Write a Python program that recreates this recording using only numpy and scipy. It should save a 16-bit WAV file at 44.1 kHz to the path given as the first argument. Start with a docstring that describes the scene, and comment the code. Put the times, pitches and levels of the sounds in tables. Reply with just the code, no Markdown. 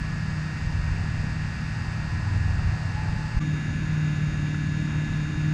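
"""A combine harvester works a field some way off, heard from two spots. Throughout, shaft orders and
a drum hum (sines) lie under threshing roar (shaped noise); a small motor by the microphone whines
(multiples of its speed) and rasps (pulsed hiss), and wind rumbles on the microphone. At the first
spot faint tones come from 1.8 s, a header rattle swells from about 2 s and a belt squeals at 2.9 s.
A quick fade at 3.4 s joins the second spot, where small metal parts clink (decaying sines)."""
import sys
import numpy as np
from scipy import signal
from scipy.fft import rfft, irfft
from scipy.io import wavfile
from scipy.ndimage import uniform_filter1d

SR = 44100
rng = np.random.default_rng(int(sys.argv[2]) if len(sys.argv) > 2 else 0)


def generate_wav(signal):
    """Clip the signal to [-1, 1] and save it as 16-bit WAV at the path in sys.argv[1]."""
    frames = np.transpose(np.atleast_2d(signal))
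    scaled = np.clip(frames, -1, 1) * 32767
    pcm = np.round(scaled).astype(np.int16)
    wavfile.write(sys.argv[1], SR, pcm)


def elevation(decibels):
    """Turn decibel levels (scalar or array-like) into linear amplitude ratios."""
    levels = np.asarray(decibels, float)
    return 10 ** (levels / 20)


N = 243873
T = np.arange(N) / SR
JOIN_S = 3.3965


def level(x, rms_db):
    """Scale to an rms level."""
    return x * elevation(rms_db) / np.sqrt(np.mean(x ** 2))


def columns(tables):
    """Curve tables laid end to end, one value per sample for each column."""
    t_s, *curves = np.transpose(sum(tables, []))
    return [np.interp(T, t_s, curve) for curve in curves]


def by_spot(first, second):
    """One value before the join, another after it."""
    return np.where(T < JOIN_S, first, second)


def walk(rate_hz):
    """Random levels held 1 / rate and slewed twice; standard deviation 1."""
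    hold = int(SR / rate_hz)
    steps = np.repeat(rng.standard_normal(N // hold + 1), hold)
    slewed = uniform_filter1d(uniform_filter1d(steps, hold), hold)[:N]
    return slewed / slewed.std()


def noise(colour):
    """Noise shaped by (f/Hz, relative level/dB) points, rms 1."""
    hz, db = np.transpose(colour)
    bin_hz = np.arange(1, N // 2 + 2) * SR / N
    gain = elevation(np.interp(np.log(bin_hz), np.log(hz), db))
    return level(irfft(rfft(rng.standard_normal(N)) * gain, N), 0)


def tone(hz, waver_db, waver_turns, rate_hz):
    """A sine of rms about 1 whose level and phase waver at random."""
    turns = np.cumsum(hz + 0 * T) / SR + rng.random() + waver_turns * walk(rate_hz)
    return np.sqrt(2) * elevation(waver_db * walk(rate_hz)) * np.sin(2 * np.pi * turns)


# Wind rumble strength, one curve per spot: t/s, level/dB
WIND = [
    [(0.0, -30), (0.4, -36.5), (0.75, -29), (1.0, -32), (1.35, -35), (2.0, -33), (2.5, -27.5), (2.9, -35.5),
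     (3.1, -29.5), (3.38, -33)],
    [(3.41, -37), (3.9, -32.5), (4.05, -38.5), (4.35, -33.5), (4.5, -39), (4.7, -33), (5.53, -35.5)],
]
# Rumble spectrum per spot: f/Hz, relative level/dB
WIND_COLOUR = [
    [(8, -25), (16, -9), (28, -1), (45, 1.5), (70, 5), (120, 0), (220, -25.5), (400, -30), (1600, -90),
     (8000, -160)],
    [(8, -32.5), (20, -18), (38, 0.5), (55, -2), (80, 1.5), (120, -4), (220, -14), (400, -35),
     (1600, -85.5), (8000, -160)],
]
# Buffets on the microphone: t/s, pulse scale/dB, half width/s
BUFFETS = [(0.672, -13, 0.0023), (0.799, -17, 0.0023), (0.883, -17, 0.0023), (0.923, -17, .004),
           (0.972, -18, 0.0045), (1.2, -14, 0.0032), (2.091, -29, 0.0036), (2.387, -20, 0.0028),
           (2.487, -19, .003), (2.672, -16, .0035), (3.107, -21, 0.0036), (3.374, -9.5, 0.0037)]
GUST_DB, GUST_RATE_HZ = 1., 18.


def wind():
    """Gusty low-frequency noise plus single deep pressure pulses."""
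    db, = columns(WIND)
    out = elevation(db + GUST_DB * walk(GUST_RATE_HZ)) * by_spot(*map(noise, WIND_COLOUR))
    for t_s, scale_db, half_s in BUFFETS:
        u = (T - t_s) / half_s
        dip = (u ** 2 / 4 - 1) * np.exp(-u ** 2 / 2)
        broad = 0.39 * np.exp(-u ** 2 / 16)
        out = out + elevation(scale_db) * (dip + broad)
    return out


# Faint rough tones: start t/s, length/s, first f/Hz, last f/Hz, level/dB
STREAKS = [(1.78, .27, 860, 870, -58), (2.09, .27, 1003, 1003, -55.5), (2.45, .4, 755, 720, -57),
           (3.358, .022, 1085, 1085, -50), (3.399, .037, 1170, 1185, -44), (3.45, 2.1, 1034, 1034, -62)]
STREAK_EDGE_S = .005


def streaks():
    """Unsteady tones come and go in the middle range; those under 0.2 s waver less."""
    out = 0
    for t_s, length_s, first_hz, last_hz, db in STREAKS:
        on = np.clip(np.minimum(T - t_s, t_s + length_s - T) / STREAK_EDGE_S, 0, 1)
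        hz = np.interp(T, [t_s, t_s + length_s], [first_hz, last_hz])
        rough = min(length_s / .2, 1)
        out = out + on * elevation(db) * tone(hz, 2.5 * rough, .1 * rough, 35.)
    return out


MOTOR_HZ = 77.515  # turns per second
# Motor hiss spectrum per spot: f/Hz, relative level/dB
RASP = [
    [(2400, -31), (3000, -3), (3500, -6.5), (4400, -5.5), (4950, 1), (5350, -4.5), (6100, -7), (6600, -6),
     (7100, -9.5), (8100, -10), (8950, -22.5), (9400, -24.5), (10600, -23.5), (11100, -27.5), (12400, -30),
     (13100, -40), (13600, -64)],
    [(2400, -22), (3000, 1), (3750, 0), (4400, -3.5), (5000, -2), (6100, -3.5), (6500, 1), (6850, 1),
     (7200, -4.5), (8000, -15.5), (8400, -11.5), (9100, -18.5), (9600, -15.5), (10800, -24), (11700, -25),
     (13200, -41), (13700, -53.5)],
]
# Hiss rms before pulsing at each spot: level/dB
RASP_DB = [-52, -52.5]


def rasp():
    """Brush and bearing hiss of the motor, pulsing once, twice and four times a turn."""
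    hiss = by_spot(*(elevation(db) * noise(colour) for colour, db in zip(RASP, RASP_DB)))
    turn_rad = 2 * np.pi * MOTOR_HZ * T
    pulse = 1 + 0.024 * np.sin(turn_rad) + 0.037 * np.sin(2 * turn_rad) + 0.08 * np.sin(4 * turn_rad)
    return hiss * pulse


# Motor partials: multiple of the motor turn, first-spot level/dB, second-spot level/dB
WHINE = [(12, -63, -63), (13, -64, -84), (22, -47.5, -46), (24, -48.5, -56), (26, -58, -57), (30, -63, -59),
         (31, -69, -63), (33, -71, -66), (34, -59, -59), (36, -58, -54), (38, -71, -72), (42, -85, -78),
         (44, -84, -70), (45, -79, -74), (46, -66, -63), (47, -76, -73), (48, -66, -56), (50, -68, -78),
         (51, -78, -83), (52, -71, -82), (54, -67, -68), (55, -71, -71), (56, -65, -69), (57, -78, -91),
         (58, -64, -68), (59, -74, -81), (60, -64, -72), (61, -68, -74), (62, -62, -64), (63, -84, -76),
         (64, -76, -78), (65, -72, -87), (66, -72, -74), (67, -75, -87), (71, -82, -78), (72, -73, -74),
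         (78, -79, -82), (80, -78, -79), (84, -71, -67), (86, -76, -71), (88, -76, -71), (96, -85, -83),
         (100, -93, -87), (106, -83, -90), (108, -81, -86), (109, -84, -88), (112, -79, -80),
         (114, -88, -91), (120, -93, -87), (122, -95, -87), (144, -98, -96), (146, -97, -95)]
MOTOR_WANDER = .00015  # fraction of speed


def whine():
    """Clean multiples of one motor speed that wanders very slightly; even ones lead."""
    hz = MOTOR_HZ * (1 + MOTOR_WANDER * walk(2.))
    out = 0
    for multiple, first_db, second_db in WHINE:
        out = out + elevation(by_spot(first_db, second_db)) * tone(multiple * hz, .8, 0.025, 9.)
    return out


# Header rattle strength: t/s, level/dB
HEADER = [(0, -53.5), (1.5, -54.5), (2.0, -49.5), (2.8, -48), (3.38, -52.5)]
# Rattle spectrum: f/Hz, relative level/dB
HEADER_COLOUR = [(250, -89), (480, -10.5), (700, -0.5), (850, 2), (1150, -8), (1500, -11), (4000, -120)]


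def header():
    """A mid-band noise rattle, made grainy by fast level steps; first spot only."""
    db, = columns([HEADER])
    return (T < JOIN_S) * elevation(db + 1.4 * walk(30.47)) * noise(HEADER_COLOUR)


# Metal strikes: t/s, level/dB, f/Hz, decay time constant/s
CLINKS = [(3.951, -32, 1400, .002), (4.5443, -22.5, 1450, .002), (4.5475, -27, 1950, .0012),
          (4.5505, -28, 1600, .0012), (5.118, -33, 2550, .0012), (5.1347, -36.5, 3780, .0025),
          (5.444, -33, 1803, .003)]
CLINK_ATTACK_S = .0005


def clinks():
    """Small metal parts knock or tick for an instant: sines that decay exponentially."""
    out = 0
    for t_s, db, hz, decay_s in CLINKS:
        age_s = np.maximum(T - t_s, 0)
        envelope = (1 - np.exp(-age_s / CLINK_ATTACK_S)) * np.exp(-age_s / decay_s)
        out = out + elevation(db) * envelope * np.sin(2 * np.pi * hz * age_s)
    return out


SQUEAL_S, SQUEAL_HZ, SQUEAL_SCOOP_HZ = 2.932, 864, 45  # start, pitch, depth of the rise in pitch
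SQUEAL_BITE_DB, SQUEAL_HOLD_DB = -40.5, -51
SQUEAL_RISE_S, SQUEAL_GRIP_S, SQUEAL_SETTLE_S = .045, .03, .06
SLIP_HZ, SLIP_DEPTH, SLIP_FIRST_S = 25., .55, 3.048


def squeal():
    """A belt bites, then slips in quick pulses and sings roughly."""
    age_s = np.maximum(T - SQUEAL_S, 0)
    rise = np.minimum(age_s / SQUEAL_RISE_S, 1)
    bite = np.exp(-np.maximum(age_s - SQUEAL_RISE_S - SQUEAL_GRIP_S, 0) / SQUEAL_SETTLE_S)
    loose = 1 - bite
    db = SQUEAL_HOLD_DB + (SQUEAL_BITE_DB - SQUEAL_HOLD_DB) * bite
    on = rise * (T < JOIN_S)
    slip_turns = SLIP_HZ * (T - SLIP_FIRST_S) + .1 * walk(10.)
    slip = 1 + SLIP_DEPTH * loose * np.cos(2 * np.pi * slip_turns)
    hz = SQUEAL_HZ - SQUEAL_SCOOP_HZ * (1 - rise ** 2) + (2 + 4 * loose) * walk(15.)
    return on * slip * elevation(db) * tone(hz, .6 + .8 * loose, .03 + .07 * loose, 60.)


# Drum hum, one curve per spot: t/s, level/dB
DRUM = [
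    [(0.0, -41), (0.3, -41), (0.85, -34), (1.1, -37.5), (2.0, -40.5), (2.47, -30), (2.8, -32), (3.38, -40)],
    [(3.41, -49), (3.9, -34), (5.2, -43.5), (5.53, -35)],
]
# Upper hum: f/Hz, first-spot level/dB, second-spot level/dB
DRUM_OCTAVE = (187.6, -45, -46.5)
DRUM_HZ, DRUM_WANDER_HZ, DRUM_WAVER_DB = 93.4, .7, 1.3


def drum():
    """The threshing drum hums low, its speed wandering with the crop, with an octave of steadier pitch."""
    db, = columns(DRUM)
    hum = tone(DRUM_HZ + DRUM_WANDER_HZ * walk(3.), DRUM_WAVER_DB, 0.06, 12.)
    octave_hz, first_db, second_db = DRUM_OCTAVE
    octave = tone(octave_hz, 2.8, 0.044, 6.5)
    return elevation(db) * hum + elevation(by_spot(first_db, second_db)) * octave


# Threshing spectrum per spot: f/Hz, relative level/dB
ROAR = [
    [(71, -24.5), (120, -4), (168, -5), (414, -24), (710, -24), (1170, -21.5), (1590, -16.5), (1680, -19),
     (1900, -22.5), (2140, -23), (2730, -23.5), (3000, -40), (3900, -61), (6600, -120)],
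    [(71, -26), (120, -8.5), (161, -7.5), (200, -11.5), (304, -17.5), (431, -29), (1120, -30), (1590, -22),
     (1730, -27.5), (1820, -27.5), (2730, -29.5), (3000, -54.5), (3900, -68), (6600, -120)],
]
# Roar rms before swell at each spot: level/dB
ROAR_DB = [-38, -35.5]


def roar():
    """Broad threshing noise in five overlapping octave bands that swell together and flutter alone."""
    steady = by_spot(*(elevation(db) * noise(colour) for colour, db in zip(ROAR, ROAR_DB)))
    spectrum = rfft(steady)
    octave = np.log2(np.arange(1, len(spectrum) + 1) * SR / N / 250)  # above 250 Hz
    swell_db = 0.31 * walk(7.)
    out = 0
    for centre in range(5):
        share = np.clip(1 - np.abs(np.clip(octave, 0, 4) - centre), 0, 1)
        flutter_db = 0.7 * walk(24.) + 0.4 * walk(4.)
        out = out + irfft(spectrum * share, N) * elevation(swell_db + flutter_db)
    return out


# Engine shaft, one curve per spot: t/s, shaft f/Hz, base level/dB
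ENGINE = [
    [(0.0, 38.57, -33), (0.25, 38.58, -30.5), (0.55, 38.4, -34), (0.8, 38.56, -35), (1.2, 38.64, -35),
     (1.55, 38.31, -34), (2.0, 38.69, -35.5), (2.5, 38.33, -34.5), (2.8, 38.77, -34.5), (3.38, 38.52, -34)],
    [(3.41, 37.93, -24), (3.5, 38.1, -27), (3.55, 37.85, -26.5), (3.63, 37.87, -32), (3.79, 38.0, -28),
     (3.87, 38.2, -32), (3.93, 38.32, -25), (4.05, 38.12, -25), (4.11, 37.5, -25.5), (4.18, 37.54, -30),
     (4.25, 37.5, -24.5), (4.32, 37.55, -31.5), (4.41, 37.43, -26.5), (4.5, 37.5, -29.5), (4.9, 38.03, -30),
     (4.97, 37.86, -26.5), (5.09, 37.84, -32), (5.19, 37.75, -26.5), (5.34, 37.86, -31), (5.48, 38.1, -23),
     (5.53, 37.85, -24.5)],
]
# Orders: multiple of shaft f, first-spot level/dB, second-spot level/dB, added to the base level
ENGINE_ORDERS = [(1, -15.5, -24.5), (3, -1.5, -11), (4, 0, 0.5), (4.5, -23, -20), (5, -22.5, -19),
                 (5.5, -18, -21.5), (6, -14.5, -19.5), (7, -23, -20), (8, -21.5, -17), (9, -49, -36)]
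# Slow swell per spot: t/s, then third, sixth, seventh and eighth order level/dB
ORDER_SWELL = [
    [(0.0, -4.5, -3, 0, -3.5), (0.7, -4, -6, 0, 4), (1.0, 0, 2, 0, -1), (1.7, -1.5, 2.5, 0, -2.5),
     (2.3, 2, 1.5, 0, 4), (2.6, 0, -4.5, -1, -1), (3.38, 2, -4, -1, -1)],
    [(3.41, 0, 0.78, 0, 6), (3.6, 0, -0.3, 3, -2.5), (3.8, 0, -2, 1, -3.5), (4.0, 0, -2, -4, 2),
     (4.35, 1, -1.98, -3, -2), (4.5, 0, 0.37, 3, 3), (5.05, -1, 0.84, 3, 0), (5.2, -1, 0, -3, 0),
     (5.53, -0.98, 0.017, 0, 6.5)],
]


def engine():
    """Shaft orders: the fourth follows the level curve and flutters, the rest waver about its mean."""
    hz, db = columns(ENGINE)
    mean_db = by_spot(db[T < JOIN_S].mean(), db[T > JOIN_S].mean())
    swell_db = dict(zip((3, 6, 7, 8), columns(ORDER_SWELL)))
    out = 0
    for order, first_db, second_db in ENGINE_ORDERS:
        if order == 4:
            base_db = db
            partial = tone(hz * order, by_spot(1.0, .6), .014, 20.)
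        else:
            base_db = mean_db + swell_db.get(order, 0)
            partial = tone(hz * order, by_spot(1.1, 1.0), .005 * order, 14.)
        out = out + partial * elevation(base_db + by_spot(first_db, second_db))
    return out


FADE_OUT_S, FADE_IN_S = 0.0047, .016


def scene():
    """All sources, faded to silence for an instant at the join."""
    near = wind() + rasp() + whine()
    field = streaks() + header() + clinks() + squeal() + drum() + roar() + engine()
    fade = np.clip(np.abs(T - JOIN_S) / by_spot(FADE_OUT_S, FADE_IN_S), 0, 1)
    return ((near + field) * fade)[None]


def roll_off(x):
    """The treble ends steeply here."""
    return signal.sosfilt(signal.butter(12, 14300, fs=SR, output="sos"), x)


def record(dry):
    """Hand on the finished mix."""
    return roll_off(dry)


dry = scene()
out = record(dry)
generate_wav(out)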